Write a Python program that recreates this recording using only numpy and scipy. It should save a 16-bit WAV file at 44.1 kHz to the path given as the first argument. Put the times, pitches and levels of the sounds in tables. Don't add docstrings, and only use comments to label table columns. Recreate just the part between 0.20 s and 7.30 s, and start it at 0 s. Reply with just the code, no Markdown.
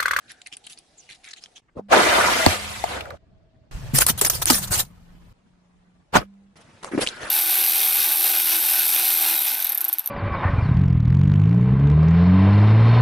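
import sys
import numpy as np
from scipy import signal
from scipy.fft import rfft, irfft
from scipy.io import wavfile
from scipy.ndimage import uniform_filter1d

SR = 44100
rng = np.random.default_rng(int(sys.argv[2]) if len(sys.argv) > 2 else 0)


def decibels_to_gain(level_db):
    exponent = np.asarray(level_db, float) / 20
    return 10 ** exponent


def inscribe(sig):
    pcm = np.round(np.clip(np.atleast_2d(sig).T, -1, 1) * 32767)
    wavfile.write(sys.argv[1], SR, pcm.astype(np.int16))


N = 313110
CAR_START_S, CAR_END_S = 1.6, 6.35

# pitch_hz, level_db, decay_s (t60); each excitation rescales level and decay
CAN = [(450, -0.5, 0.24), (700, 2.5, 0.14), (933, -1.5, 0.031), (1184, -5.5, 0.25), (1430, -10.5, 0.13),
       (2000, -20, 0.04), (2300, -14.5, 0.1), (3090, -21, 0.05), (3670, -21, 0.06)]


def evened(x):
    return x / np.sqrt(np.mean(x ** 2) + 1e-20)


def peaked(x):
    return x / abs(x[0]).max()


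def read(points, hz):
    f, value = np.transpose(points)
    return np.interp(np.log(hz + 1), np.log(f + 1), value)


def shaped(x, spectrum):
    size = x.shape[-1]
    return irfft(rfft(x) * decibels_to_gain(read(spectrum, np.fft.rfftfreq(size, 1 / SR))), size)


def add(mix, s, sound):
    part = mix[:, round(s * SR):][:, :sound.shape[-1]]
    part += sound[..., :part.shape[1]]


def resonate(x, hz, width):
    r = np.exp(-np.pi * width / SR)
    return 2 * signal.lfilter([1 - r], [1, -r * np.exp(2j * np.pi * hz / SR)], x).real


def follow(x, turn, width):
    r = np.exp(-np.pi * width / SR)
    low = signal.lfilter([1], np.convolve([1, -r], [1, -r]), x / turn)
    return evened((turn * low).real)


def glide(x, hz, width):
    return follow(x, np.exp(2j * np.pi * np.cumsum(hz) / SR), width)


def ported(s, mid_side):
    # pitch_hz, level_db
    near_side = [(60, -13), (240, -10), (950, -4), (3770, -3), (15000, -3)]
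    car_side = [(60, -9), (240, -4), (950, -1), (3770, 0), (15000, -1)]
    side = car_side if CAR_START_S <= s < CAR_END_S else near_side
    mid, apart = mid_side[0], shaped(mid_side[1], side)
    return np.array([mid + apart, mid - apart])


def flicker(x, size, bins, frames, depth_db):
    z = signal.stft(x, nperseg=size)[2]
    patches = rng.standard_normal(z.shape[1:])
    patches = uniform_filter1d(uniform_filter1d(patches, bins, 0), frames, 1)
    return signal.istft(z * decibels_to_gain(depth_db * evened(patches)), nperseg=size)[1]


def noise(size, spectrum, patchy_db, grain_db):
    x = flicker(rng.standard_normal((2, size + 2048)), size=1024, bins=1, frames=5, depth_db=3.0)
    x = flicker(x, size=256, bins=6, frames=6, depth_db=patchy_db)[:, 1024:size + 1024]
    grains = evened(uniform_filter1d(rng.standard_normal(size), 90))
    x = shaped(x * decibels_to_gain(grain_db * grains), spectrum)
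    return x / np.sqrt(np.mean(x[0] ** 2))


def yard(mix):
    # (pitch_hz, density_db per Hz, relative)
    grounds = [(0, 1.405, -62, [(15, -44), (25, -3), (628, -7.5), (713, -0.5), (995, -14), (4170, -15),
               (11300, -23), (14700, -44)]), (1.416, 1.7, -64.5, [(15, -18), (25, -8.5), (229, -17),
               (571, -31), (1190, -33.5), (9000, -51.5), (11700, -87)]), (1.692, 2.968, -43, [(15, -43.5),
               (25, -7), (75, 19), (400, -13), (520, -25), (880, -120)]), (2.972, 3.515, -58, [(15, -43),
               (25, -3), (107, -0.5), (517, -22), (645, -16.5), (786, -28), (4190, -40.5), (9000, -55),
               (11700, -86)]), (3.509, 4.641, -35.5, [(15, -38), (25, 2.5), (129, 1), (297, -21),
               (762, -20.5), (6730, -34.5), (15500, -45)]), (4.64, 5.131, -50, [(15, -34.5), (25, -0.5),
               (173, -8.5), (340, -24), (970, -27.5), (1050, -27.5), (15500, -51)]),
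               (5.13, 6.355, -63.5, [(15, -42), (25, -8), (177, -9.5), (356, -18.5), (560, -21), (815, -22),
               (10000, -45), (13000, -85)]), (6.354, 7.101, -54.5, [(15, -40.5), (25, -6), (162, 6),
               (291, -4.5), (525, -3), (2140, -10.5), (11300, -26)])]
    # start_s, end_s, pitch_hz, width_hz, level_db (noise lies 6 dB below it)
    hums = [(0, 0.226, 1580, 410, -57), (2.802, 2.96, 556, 260, -37), (2.97, 3.5, 645, 9.5, -77),
            (4.64, 5.131, 174.3, 6, -58), (5.13, 5.847, 179.5, 4.6, -67), (6.875, 7.129, 1483, 320, -40)]
    for t0, t1, db, spectrum in grounds:
        size = round((t1 - t0) * SR)
        fade = signal.windows.tukey(size, 400 / size)
        ground = noise(size, spectrum, patchy_db=1.5, grain_db=0.6)
        add(mix, t0, ported(t0, decibels_to_gain(db) * fade * ground))
    for t0, t1, hz, width, db in hums:
        size = round((t1 - t0) * SR)
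        hum = resonate(rng.standard_normal((2, size)), hz, width)
        hum = evened(resonate(hum, hz, width)) / 2
        if width < 10:
            hum[0] += 2 * np.sin(2 * np.pi * hz * np.arange(size) / SR)
        add(mix, t0, ported(t0, decibels_to_gain(db) * hum * signal.windows.tukey(size, .15)))


def echoed(mix):
    t = np.arange(0, .12, 1 / SR)
    echoes = rng.standard_normal((2, len(t))) * (rng.random((2, len(t))) < .04)
    echoes = echoes * decibels_to_gain(-60 * t / 0.062) * (t > .002)
    wet = signal.oaconvolve(mix, echoes / np.linalg.norm(echoes[0]), axes=1)[:, :N]
    return mix + decibels_to_gain(-13) * wet


def tyre_air(mix):
    # start_s, level_db (peak), pitch_hz, end_s
    rings = [(1.61, -44, 201, 1.7), (2.3, -40, 205.6, 2.6), (4.32, -36, 194, 4.66),
             (5.99, -42, 197.5, 6.345)]
    for s, db, hz, end in rings:
        t = np.arange(0, end - s, 1 / SR)
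        decay = decibels_to_gain(db - 60 * t / 1.5)
        add(mix, s, decay * np.sin(2 * np.pi * hz * t) * signal.windows.tukey(len(t), .12))


def jolts(mix):
    # start_s, level_db (of the push, before onset and decay), pitch_hz (at rest), decay_s (t60)
    pushes = [(2.2655, 1, 240, 0.026), (2.268, -10.5, 86.5, 0.12), (3.735, -14, 132.6, 0.18),
              (3.9, -18, 153, 0.062), (4.017, -13, 364, 0.042), (4.014, -13, 770, 0.024),
              (4.304, -9.5, 240, 0.081), (4.3, -5.5, 738, 0.022), (4.505, -22, 107, 0.068),
              (5.953, -14, 695, 0.08), (5.971, -15.5, 121, 0.087), (5.96, -20, 55.2, 0.18),
              (6.714, -26.5, 300, 0.084), (6.734, -16.5, 263, 0.042), (6.747, -13.5, 238, 0.05),
              (6.762, -24, 208, 0.054), (6.7765, -5.5, 269, 0.037), (6.79, -9, 384, 0.028),
              (6.826, -22.5, 533, 0.05)]
    for s, db, hz, t60 in pushes:
        t = np.arange(0, t60, 1 / SR)
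        phase = 2 * np.pi * np.cumsum(hz * (1 + .35 * np.exp(-t / .006))) / SR
        push = np.sin(phase + [[0], [np.pi / 2]])
        rough = evened(resonate(resonate(rng.standard_normal((2, len(t))), hz, hz), hz, hz))
        shape = decibels_to_gain(db - 60 * t / t60) * (1 - np.exp(-t / 0.002))
        add(mix, s, ported(s, shape * (push + 0.35 * rough)))


def squeaks(mix):
    # start_s, end_s, first_hz, last_hz, breadth_hz (of each pole), level_db
    whistles = [(.772, .818, 7850, 5400, 600, -50), (4.056, 4.095, 9400, 9400, 509, -25),
                (4.352, 4.398, 9500, 9520, 394.4, -30), (7.02, 7.13, 1390, 2000, 300, -49)]
    for t0, t1, first_hz, last_hz, breadth_hz, db in whistles:
        size = round((t1 - t0) * SR)
        x = glide(rng.standard_normal((2, size)), np.linspace(first_hz, last_hz, size), breadth_hz)
        add(mix, t0, ported(t0, decibels_to_gain(db) * x * signal.windows.tukey(size, .6)))


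def snaps(mix):
    # break_s, level_db (before the weights of crack and ring), pitch_hz
    ticks = [(0.1187, -23, 11360), (0.2725, -28.5, 9550), (0.3267, -26, 3200), (0.3386, -33, 3160),
             (0.3691, -25, 9100), (0.4675, -29, 9800), (0.4705, -31, 2900), (0.4744, -33, 4230),
             (0.5757, -35, 4460), (0.5891, -33.5, 9500), (1.0885, -33.5, 6500), (1.1378, -24.5, 4100),
             (1.239, -26.5, 5200), (1.26, -32, 3200), (1.3802, -35, 3332), (0.8915, -33, 2350),
             (1.0515, -35, 3870), (2.263, -2.5, 4465), (2.264, -2, 1900), (2.641, -18.5, 2130),
             (2.8085, -32, 4960), (2.905, -35, 3970), (3.788, -1, 9114), (3.8665, -2, 9500),
             (4.0135, -3.5, 8160), (4.049, -13, 2150), (4.0995, -5, 12700), (4.2572, -5.5, 9400),
             (4.302, -3.5, 4813), (4.3035, -7, 1514), (4.356, -13, 9000), (6.634, -25, 910),
             (6.646, -17.5, 1090), (6.815, -25, 1800), (6.8657, -14, 2320), (6.8734, -7.5, 3000),
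             (6.888, -14, 3900), (7.0322, -23, 1550)]
    for s, db, hz in ticks:
        t = np.arange(-.002, .01, 1 / SR)
        shape = decibels_to_gain(-60 * np.maximum(t / 0.0043, -t / 0.0025))
        crack = peaked(resonate(rng.standard_normal((2, len(t))), hz, 4500) * shape)
        ring = np.sin(2 * np.pi * hz * t + [[0], [np.pi / 2]]) * shape
        add(mix, s + t[0], ported(s, decibels_to_gain(db) * (0.57 * crack + 0.89 * ring)))


def clanks(mix):
    # start_s, level_db (before the weights of the parts), pitch_hz (of the struck patch)
    blows = [(2.263, -1.5, 800), (2.6395, -11.5, 684), (2.66, -26, 720), (2.8075, -21.5, 2840),
             (2.855, -29, 1480), (2.905, -25, 1420)]
    for s, db, near_hz in blows:
        t = np.arange(0, .15, 1 / SR)
        start = 1 - np.exp(-t / .0008)
        blow = rng.standard_normal((2, len(t))) * decibels_to_gain(-60 * t / 0.022) * start
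        rings = 0
        for hz, mode_db, t60 in CAN:
            ring_db = mode_db / 2 - 20 * abs(np.log2(hz / near_hz)) - 60 * t / (0.32 * t60)
            rings = rings + decibels_to_gain(ring_db) * np.sin(2 * np.pi * (hz * t + rng.random((2, 1))))
        patch = resonate(resonate(blow, near_hz, .4 * near_hz), near_hz, .6 * near_hz)
        crack = resonate(blow, 2400, 3000)
        x = 0.4 * peaked(rings * start) + 0.6 * peaked(patch) + decibels_to_gain(-13) * peaked(crack)
        add(mix, s, ported(s, decibels_to_gain(db) * x))


def crush(mix, bursts, colour, way):
    ring, octave, breadth, grain_db, hold_share, fall_share = way
    for s, db, rise, length, hz in bursts:
        hold, t60 = hold_share * length, fall_share * length
        t = np.arange(-rise, hold + t60, 1 / SR)
        x = noise(len(t), colour, patchy_db=3.5, grain_db=grain_db)
        splinters = rng.exponential(1, len(t)) * (rng.random(len(t)) < 250. 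/ SR)
        x = x * (1 + .12 * grain_db * np.convolve(splinters, np.hanning(44), "same"))
        turn = np.exp(2j * np.pi * np.cumsum(hz * np.exp(-1.5 * t)) / SR)
        rung = ring * follow(x, turn, breadth * hz)
        if hz < SR / 10:
            rung = rung + octave * follow(x, turn ** 2, breadth * hz)
        x = evened(x + rung)
        rise_db = 50 * np.log10(1 + np.minimum(t / rise, 0) + 1e-3)
        fall_db = -60 * np.maximum(t - hold, 0) / t60
        add(mix, s - rise, ported(s, decibels_to_gain(db + rise_db + fall_db) * x))


def gel_squelches(mix):
    squelches = [(.098, -44.5, 0.03, 0.049, 1940), (.217, -42.5, 0.002, 0.005, 3600),
                 (.264, -39.5, 0.0067, 0.02, 2100), (.328, -41, .018, .03, 2660),
                 (.37, -43.5, 0.0048, 0.0078, 9900), (.44, -53.5, 0.0054, 0.055, 4100),
                 (.468, -43, 0.0027, 0.012, 3660), (.505, -41.5, 0.039, 0.043, 10300),
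                 (.585, -51, 0.028, 0.02, 5070), (.79, -59, 0.044, 0.18, 7200),
                 (.9, -43.5, 0.021, 0.058, 2110), (.95, -50.5, 0.017, 0.021, 4450),
                 (1.045, -45.5, 0.019, 0.091, 2010), (1.09, -52, 0.011, 0.023, 6460),
                 (1.11, -44.5, 0.0071, 0.018, 5860), (1.134, -40, 0.0043, 0.0084, 2030),
                 (1.165, -48, 0.012, 0.044, 3550), (1.225, -48.5, 0.027, 0.045, 5600),
                 (1.36, -47.5, 0.011, 0.035, 3080)]
    gel = [(410, -13), (700, -33), (1140, -15), (3140, 1), (5750, -7.5), (11300, -12.5)]
    gel_way = (0.77, 0.48, 0.66, 2.4, .4, 1.9)
    crush(mix, squelches, gel, gel_way)


def plastic_crunches(mix):
    crunches = [(3.75, -19.5, .02, 0.075), (3.787, -14, .014, 0.009), (3.81, -14.5, 0.02, .036),
                (3.865, -18.5, 0.0025, 0.014), (3.89, -15.5, 0.038, 0.031), (3.978, -30, .0056, .047),
                (4.014, -15.5, .005, 0.016), (4.025, -25.5, .006, .06), (4.049, -16, .004, .014),
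                (4.062, -21, .008, 0.025), (4.099, -17.5, 0.0033, 0.014), (4.111, -28.5, .0086, .12),
                (4.221, -20, .01, .02), (4.271, -23, .016, .06), (4.301, -10, 0.0068, .02),
                (4.32, -20, .01, .075), (4.355, -27, .0032, 0.081), (4.432, -27.5, 0.033, .036),
                (4.476, -36, 0.017, 0.028), (4.522, -21, 0.029, 0.095), (4.595, -20.5, 0.061, 0.034),
                (4.65, -47, 0.0036, 0.0068)]
    plastic = [(180, -30.5), (300, -8), (632, -7), (1550, -6.5), (2300, -10.5), (9090, -4), (15700, -7.5)]
    plastic_way = (0.067, 0, 0.038, 0.81, .35, 1.9)
    crush(mix, [crunch + (9400,) for crunch in crunches], plastic, plastic_way)


def rubber_bursts(mix):
    scuffs = [(1.485, -63, 0.0072, .022, 1300), (1.578, -32, .035, .035, 438)]
    ball = [(5.958, -12.5, .04, .036, 660), (6.0, -38, .011, 0.051, 454)]
    rubber = [(35, -38.5), (60, 7), (266, -8), (688, -11), (869, -15), (1260, -7.5), (15500, -37.5)]
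    tread_way = (9, -3, 2, 0.5, 0.53, 1.3)
    ball_way = (0.71, 0.09, 1.24, 1.1, 0.37, 1.9)
    crush(mix, scuffs, rubber, tread_way)
    crush(mix, ball, rubber, ball_way)


def tube_squirts(mix):
    squirts = [(6.365, -52.5, 0.0044, 0.027, 3970), (6.412, -54, 0.016, 0.02, 9400),
               (6.63, -36.5, 0.006, 0.1, 880), (6.718, -37, 0.0088, 0.11, 1040),
               (6.778, -32, 0.0059, 0.052, 1540), (6.812, -23, 0.021, 0.052, 9900),
               (6.87, -32.5, .02, 0.046, 3700), (6.91, -41.5, .017, .2, 2180), (7.01, -34, .02, 0.21, 1460)]
    tube = [(180, -11.5), (300, -7.5), (534, -7.5), (805, -14.5), (9710, -22), (11300, -18.5)]
    tube_way = (1.4, 0.28, 1.67, 1.13, .4, 1.8)
    crush(mix, squirts, tube, tube_way)


def jet(mix):
    # (per Hz, relative)
    dull = [(88, -45), (190, -13.5), (666, -5.5), (1000, -10.5), (1190, -9.5), (1370, -8), (9000, -35),
            (11700, -63)]
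    bright = [(470, -41.5), (800, -5.5), (976, -4), (1450, -12.5), (2000, 3), (10700, -8.5), (15500, -22.5)]
    # time_s, level_db
    skid = [(2.62, -66), (2.7, -35), (2.77, -32), (2.81, -41.5), (2.84, -47.5), (2.941, -50.5),
            (2.975, -56.5)]
    # time_s, pitch_hz, level_db
    gush = [(1.721, 664, -15.5), (1.77, 837, -18.5), (1.82, 1388, -31), (1.9, 1965, -30.5),
            (1.96, 1050, -27), (2.02, 1400, -25), (2.1, 939, -28), (2.2, 1097, -44.5)]
    open_s, rise_s, choke_s, choke_span_s, empty_s, empty_span_s = 1.723, .038, 2.356, 0.03, 2.754, 0.23
    hiss_lead_s = 0.038
    t = np.arange(open_s - rise_s, skid[-1][0], 1 / SR)

    def ramp(s, span):
        return np.clip((t - s) / span, 0, 1)

    valve_db = -44 * (1 - ramp(t[0], rise_s)) - 30 * ramp(empty_s, empty_span_s)
    valve_db = valve_db - 15.5 * np.maximum(t - choke_s, 0)
    age = np.maximum(t - open_s, 0)
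    roar_db = valve_db - 13.5 - 14.5 * (1 - np.exp(-age / 0.25)) - 13.5 * ramp(choke_s, choke_span_s)
    hiss_choke = ramp(choke_s - hiss_lead_s, choke_span_s + hiss_lead_s)
    hiss_db = valve_db - 26.5 - 3 * np.exp(-age / 0.14) - 9.5 * hiss_choke
    skid_db = np.interp(t, *np.transpose(skid), left=-120)
    roar = noise(len(t), dull, patchy_db=2.4, grain_db=0.5)
    hiss = noise(len(t), bright, patchy_db=2.4, grain_db=0.5)
    x = np.hypot(decibels_to_gain(roar_db), decibels_to_gain(skid_db)) * roar + decibels_to_gain(hiss_db) * hiss

    at, gap_hz, gush_db = np.transpose(gush)
    spits = noise(len(t), dull, patchy_db=2.5, grain_db=3.0)
    body = glide(spits, np.interp(t, at, gap_hz), 700.0)
    x = x + decibels_to_gain(valve_db + np.interp(t, at, gush_db)) * body

    sing = .3 + np.exp(-((t - 1.9) / 0.12) ** 2)
    walls = 0
    for hz, mode_db, t60 in CAN:
        fitful_db = 5.0 * evened(uniform_filter1d(rng.standard_normal(len(t)), size=2500))
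        mode = resonate(x, hz, 2 / t60) * (hz / 1000) ** 2
        walls = walls + decibels_to_gain(mode_db + fitful_db) * mode
    add(mix, t[0], ported(open_s, x + sing * walls))


def scene():
    mix = np.zeros((2, N))
    for source in (tyre_air, jolts, squeaks, snaps, clanks, gel_squelches, plastic_crunches,
                   rubber_bursts, tube_squirts, jet):
        source(mix)
    mix = echoed(mix)
    yard(mix)
    return mix


def low_pass(x):
    return signal.sosfilt(signal.butter(12, 16410, fs=SR, output="sos"), x)


def record(dry):
    def low_passed(edge_hz):
        taps = signal.firwin(301, edge_hz, window=("kaiser", 8), fs=SR)
        return signal.oaconvolve(dry, taps[None], "same")

    t = np.arange(N) / SR
    in_car_span = (t >= CAR_START_S) & (t < CAR_END_S)
    mix = np.where(in_car_span, low_passed(15500), low_passed(11120))
    return low_pass(np.clip(mix, -1, 1))


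dry = scene()
out = record(dry)
inscribe(out)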